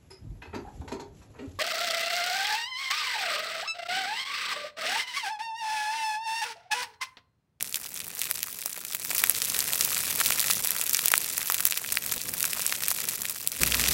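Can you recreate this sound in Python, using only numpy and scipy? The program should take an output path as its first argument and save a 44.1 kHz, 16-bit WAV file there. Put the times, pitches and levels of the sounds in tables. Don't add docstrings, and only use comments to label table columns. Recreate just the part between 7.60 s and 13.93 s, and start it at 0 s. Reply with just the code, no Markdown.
import sys
import numpy as np
from scipy import signal
from scipy.fft import rfft, irfft, next_fast_len
from scipy.io import wavfile
from scipy.ndimage import map_coordinates

SR = 44100
rng = np.random.default_rng(int(sys.argv[2]) if len(sys.argv) > 2 else 0)


def file_out(sig):
    cols = np.atleast_2d(sig).T
    lim = np.clip(cols, -1, 1)
    pcm = np.round(lim * 32767).astype(np.int16)
    wavfile.write(sys.argv[1], SR, pcm)


N = 279153

# start_s, level_db
FIRE_STRENGTH = [(0.0, -41.5), (0.46, -42), (0.66, -37.5), (0.82, -41), (1.27, -41), (1.49, -38),
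                 (1.505, -31), (1.76, -33), (2.4, -31), (2.88, -29), (3.0, -32.5), (3.7, -34),
                 (4.25, -36.5), (4.66, -36), (4.9, -34), (5.33, -34), (5.8, -39), (6.33, -37.5)]
# edge_hz, level_db
HISS_SPECTRUM = [(150, -32), (420, 2.5), (900, -4), (2000, -0.5), (4000, -4), (8000, -7), (12500, -4.5),
                 (16000, -1.5)]
# edge_hz, level_db
RUMBLE_SPECTRUM = [(20, -21), (45, -6), (90, 0), (170, 1), (250, -1.5), (330, -6.5), (430, -5),
                   (700, -10.5), (1200, -22), (4000, -67)]
# start_s, level_db
FLAME_DRAUGHT = [(0.0, -59), (1.4, -58.5), (1.55, -52), (2.85, -47.5), (3.1, -53), (4.25, -54),
                 (4.6, -50.5), (5.5, -53.5), (5.9, -55.5)]
# start_s, pitch_hz (hollow stem), stem_db, snap_db (bright fracture), tail_db (splinters relative to the burst)
NEAR_STEMS = [(0.0087, 2510, 0.5, -7, -16.5), (0.0265, 625, -0.5, 7.5, -22), (0.1442, 3000, 6, 2.5, -19.5),
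              (0.1577, 5200, 4, 1, -3), (0.375, 5330, -1.5, -14, -13), (0.403, 3350, 0, -6, -3),
              (0.5931, 815, 1.5, 1, -5), (0.6167, 2700, 5.5, 6, -19), (0.635, 3170, 0.5, -11, -19),
              (0.7122, 2440, 3.5, 8.5, -22), (0.756, 3530, -5, -3, -5), (0.7916, 3840, -2, -7, -20),
              (0.8305, 5000, 7, 4.5, -33), (1.0598, 720, -0.5, 6.5, -11), (1.099, 2860, -11, -5, -21),
              (1.1759, 540, -2, -5, -16), (1.25, 2510, -2.5, -2.5, -5), (1.3333, 4610, -0.5, -2, -18),
              (1.349, 2630, 5.5, 7.5, -8), (1.505, 646, 2.5, 2, -8), (1.5493, 2520, 3.5, 5, -3),
              (1.5818, 2070, 4.5, 9, -6), (1.639, 1880, 15, 13.5, -23), (1.6968, 900, 9, 16, -28),
              (1.7495, 3460, 2, -11, -9), (1.8191, 4550, 10.5, 0, -12), (1.9, 5000, 4.5, 6.5, -20),
              (1.9909, 2120, -3, 11.5, -24), (2.0052, 5470, 9.5, -2, -11), (2.134, 3320, 5.5, 6, -23),
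              (2.1576, 1340, 0, 7, -16), (2.2099, 4190, 10.5, 6.5, -3), (2.249, 640, -14, 11, -20),
              (2.3652, 2200, 6, -8, -15), (2.6013, 2100, 7, 5, 3.5), (2.6134, 1630, 12, -2, -11),
              (2.6609, 3330, 11, 8, -8), (2.6653, 640, 1, 4, -1), (2.706, 1250, 12, 8, -16),
              (2.7227, 2420, 6.5, 5.5, -22), (2.7959, 4040, 7.5, 8, -26), (2.8037, 620, -2, 9, -15),
              (2.9011, 1310, 8.5, 3, 4), (2.9068, 5130, 5, 8, -14), (2.9112, 3830, 11.5, 10, -15),
              (3.047, 820, -1, 7, -3), (3.073, 2930, 5, 7.5, -27), (3.107, 8960, 12.5, 12, -28),
              (3.214, 3510, 7, 4, -24), (3.295, 1440, -8, 7.5, -8), (3.3305, 800, 0, 4.5, 6.5),
              (3.3468, 5340, 11, 3, -11), (3.3922, 3000, 9.5, 6, -19), (3.4585, 540, 1, 15, -24),
              (3.4827, 740, 2, 12.5, -14), (3.518, 770, 9, 12, -14), (3.539, 1450, 20, 3, -14),
              (3.554, 3000, 2, 3, 1), (3.579, 8210, 12.5, 1, -20), (3.6441, 4220, 0.5, 0, -10),
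              (3.78, 1630, 4.5, 9, -18), (3.9002, 1040, 13, 6.5, -5), (3.9222, 1730, 3, 8, -16),
              (3.9444, 2830, 7, 9.5, -6), (4.0056, 1920, 5.5, 6.5, -8), (4.0536, 2330, 8, 14.5, -12),
              (4.0684, 1060, 1, 11, -10), (4.073, 830, -1, 7, -16), (4.1095, 1000, -3, 5.5, -21),
              (4.1234, 2400, 10.5, -4, -28), (4.1752, 3040, 4, 5, -4), (4.2469, 1620, 3.5, -20, -17),
              (4.3225, 970, 3, 7, 1.5), (4.355, 2780, -5, 3, -18), (4.372, 2570, 14.5, -19, -29),
              (4.4631, 1900, -1.5, 4.5, -10), (4.5216, 1870, 2.5, 6, 0), (4.5392, 1650, 3, -5, -11),
              (4.6935, 730, -9, 2, -17), (4.7388, 2610, -1, 4, -18), (4.8058, 3400, 7.5, 6.5, -20),
              (4.8288, 5370, 5, 7, -18), (4.8424, 1460, 11.5, 3, -10), (4.8532, 4770, 7, 8.5, -8),
              (4.9324, 2600, 4, 2.5, -17), (4.995, 1200, 5, 0, -2), (5.0649, 7040, 10, 1, -11),
              (5.1249, 2340, 10, -3, -10), (5.2361, 1990, 4.5, 4, -4), (5.283, 1930, 5, 8, -1.5),
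              (5.3045, 550, -9, 9.5, -25), (5.3147, 1070, 8, 6, -11), (5.4039, 1900, -2, 3, -20),
              (5.4414, 1940, -0.5, -3, -8), (5.487, 3330, -0.5, 3.5, 3), (5.6188, 910, -6, 4.5, -7),
              (5.654, 1990, 2.5, 0, -21), (5.6974, 1290, -12, 6, -7), (5.7627, 1900, -9, -6, -19),
              (5.8745, 2660, 3, 11.5, -28), (5.9189, 4460, -2.5, -2, -21), (6.0343, 2340, 12.5, 13, -17),
              (6.1223, 2930, 12, -14, -19), (6.1453, 3020, 13.5, -10, -18), (6.196, 1950, 8, 0, 3.5),
              (6.2398, 2420, 10, -5, -20), (6.2612, 2600, 9, -13.5, -16), (6.2864, 3160, 10, 2, -9.5)]
# start_s, edge_hz (upper edge), level_db, length_s
GAS_PUFFS = [(4.56, 845, -39, 0.021), (5.997, 380, -34.5, 0.048)]

TIME = np.arange(N) / SR
TOP_HZ = 16000
LEAD = SR // 1000
CUT_S, CUT_FADE_S = 5.995, 0.012
CUT_DB, CUT_STALKS_DB, CUT_RUMBLE_DB = 8, 4, 15
USUAL_DB = -33.5


def amp(db):
    return 10 ** (np.asarray(db) / 20)


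def unit(x):
    return x / np.sqrt(np.mean(x ** 2) + 1e-20)


def curve(rows):
    return np.interp(TIME, *np.transpose(rows))


def wobble(rate):
    return map_coordinates(rng.standard_normal(2048), [TIME * rate], mode="wrap")


def filtered(x, response):
    size = next_fast_len(N + SR // 2)
    hz = np.fft.rfftfreq(size, 1 / SR)
    return irfft(rfft(x, size) * response(hz), size)[:N]


def noise(spectrum):
    edge_hz, level_db = np.transpose(spectrum)
    colour = lambda hz: amp(np.interp(np.log(hz + 1), np.log(edge_hz), level_db))
    return unit(filtered(rng.standard_normal(N), colour))


def resonance(hz, centre, q):
    return 1j * hz * centre / (q * (centre ** 2 - hz ** 2) + 1j * hz * centre)


def fractures(tail_db, spike_db, tear_s, splinter_s, size=768):
    t = (np.arange(size) - LEAD) / SR
    draw = rng.standard_normal((len(tail_db), 2, size))
    norm = lambda rows: rows / np.linalg.norm(rows, axis=1, keepdims=True)
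    tear = norm(draw[:, 0] * np.exp(np.minimum(2 * t, -t) / tear_s))
    splinters = norm(draw[:, 1] ** 3 * np.maximum(t, 0) * np.exp(-t / splinter_s))
    burst = norm(amp(spike_db) * (t == 0) + tear)
    return burst + amp(tail_db)[:, None] * splinters


def rung(breaks, pitch_hz, q, low_hz):
    hz = np.fft.rfftfreq(breaks.shape[1], 1 / SR)
    bass_loss = hz / (hz - 1j * low_hz)
    return irfft(rfft(breaks) * resonance(hz, pitch_hz[:, None], q) * bass_loss)


def placed(times, rows):
    at = np.round(np.abs(times) * SR).astype(int)[:, None] + np.arange(rows.shape[1])
    return np.bincount(at.ravel(), rows.ravel(), N + LEAD)[LEAD:N + LEAD]


def crackle(blades_db, stalks_db, count=2600):
    flurry = np.cumsum(amp(0.55 * blades_db + 2.2 * wobble(140)))
    evenly = (np.arange(count) + rng.random(count)) / count
    start_s = np.interp(evenly, flurry / flurry[-1], TIME)
    strength, thickness, pitch, edge = np.clip(rng.standard_normal((4, count)), -2, 1.3)
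    breaks = fractures(np.full(count, -7.0), spike_db=-4, tear_s=0.00076, splinter_s=0.001)
    size_db = 6 * strength - 0.24 * np.interp(start_s, TIME, blades_db)
    stalk_rings = rung(breaks, 2700 * np.exp(0.55 * pitch), q=1.3, low_hz=250)
    blade_rings = rung(breaks, 12500 * np.exp(0.37 * edge), q=1.27, low_hz=900)
    stalks = placed(start_s, amp(size_db + 4.5 * thickness)[:, None] * stalk_rings)
    blades = placed(start_s, amp(size_db)[:, None] * blade_rings)
    return amp(stalks_db + 2.5) * unit(stalks) - amp(blades_db + 0.2) * unit(blades)


def hiss(blades_db):
    return amp(blades_db - 12.0 + 4.1 * wobble(90)) * noise(HISS_SPECTRUM)


def flames(cut):
    rumble_db = curve(FLAME_DRAUGHT) + CUT_RUMBLE_DB * cut
    return amp(rumble_db + 1.84 * wobble(13)) * noise(RUMBLE_SPECTRUM)


def bursting(start_s, pitch_hz, stem_db, snap_db, tail_db):
    slim_db = 6 * np.log2(np.minimum(pitch_hz / 2200, 1))
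    bursts = fractures(tail_db + slim_db - 2, spike_db=6, tear_s=0.00048, splinter_s=0.0019)
    tears = fractures(tail_db, spike_db=-9.0, tear_s=0.0005, splinter_s=0.0022)
    snap_hz = 12500 * np.exp(0.047 * rng.standard_normal(len(start_s)))
    stem = amp(stem_db - 2.0)[:, None] * rung(bursts, pitch_hz, q=1.385, low_hz=264)
    snap = amp(snap_db - 2.55)[:, None] * rung(tears, snap_hz, q=1.05, low_hz=500)
    return placed(start_s, stem - snap)


def cracks():
    return bursting(*np.transpose(NEAR_STEMS))


def lesser_cracks(blaze_db, pitch_hz, octaves, stem_db, snap_db, tail_db, count=270):
    when, slimness, stem, snap, tail = rng.uniform(-1, 1, (count, 5)).T
    start_s = (np.arange(count) + (1 + when) / 2) / count * TIME[-1]
    heat_db = 0.88 * (np.interp(start_s, TIME, blaze_db) - USUAL_DB)
    return bursting(start_s,
                    pitch_hz * 2 ** (octaves * slimness),
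                    stem_db + heat_db + 4.4 * slimness + 6.5 * stem,
                    snap_db + heat_db + 5 * snap,
                    tail_db + 9 * tail)


def field(x, db, t60):
    t = np.arange(SR // 8) / SR
    tail = rng.standard_normal(len(t)) * amp(-60 * t / t60)
    return x + amp(db) * signal.fftconvolve(x, tail / np.linalg.norm(tail))[:N]


def puffs():
    out = np.zeros(N)
    for start_s, edge_hz, level_db, length_s in GAS_PUFFS:
        swell = np.sin(np.pi * np.clip((TIME - start_s) / length_s, 0, 1))
        colour = [(edge_hz / 10, -5), (edge_hz / 2, 0), (edge_hz, -2), (2 * edge_hz, -20), (TOP_HZ, -60)]
        out += amp(level_db) * swell * noise(colour)
    return out


def hum(pitch_hz, db):
    phase = 2 * np.pi * np.cumsum(pitch_hz * (1 + 0.012 * wobble(9))) / SR
    return amp(db) * unit(np.sin(phase))


def scene():
    cut = np.clip((TIME - CUT_S) / CUT_FADE_S, 0, 1)
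    blaze_db = curve(FIRE_STRENGTH) + CUT_DB * cut
    stalks_db = blaze_db - 8.5 + CUT_STALKS_DB * cut
    far_stems = lesser_cracks(blaze_db, pitch_hz=1900, octaves=2.05, stem_db=-4.5, snap_db=-2.0, tail_db=-16)
    breaking = crackle(blaze_db, stalks_db) + cracks() + far_stems
    burning = field(breaking, db=-15.0, t60=0.018)
    fire = burning + hiss(blaze_db) + flames(cut) + puffs()
    return (fire + cut * hum(pitch_hz=62.4, db=-41.0))[None]


def record(dry):
    return filtered(dry[0], lambda hz: hz < TOP_HZ)[None]


dry = scene()
out = record(dry)
file_out(out)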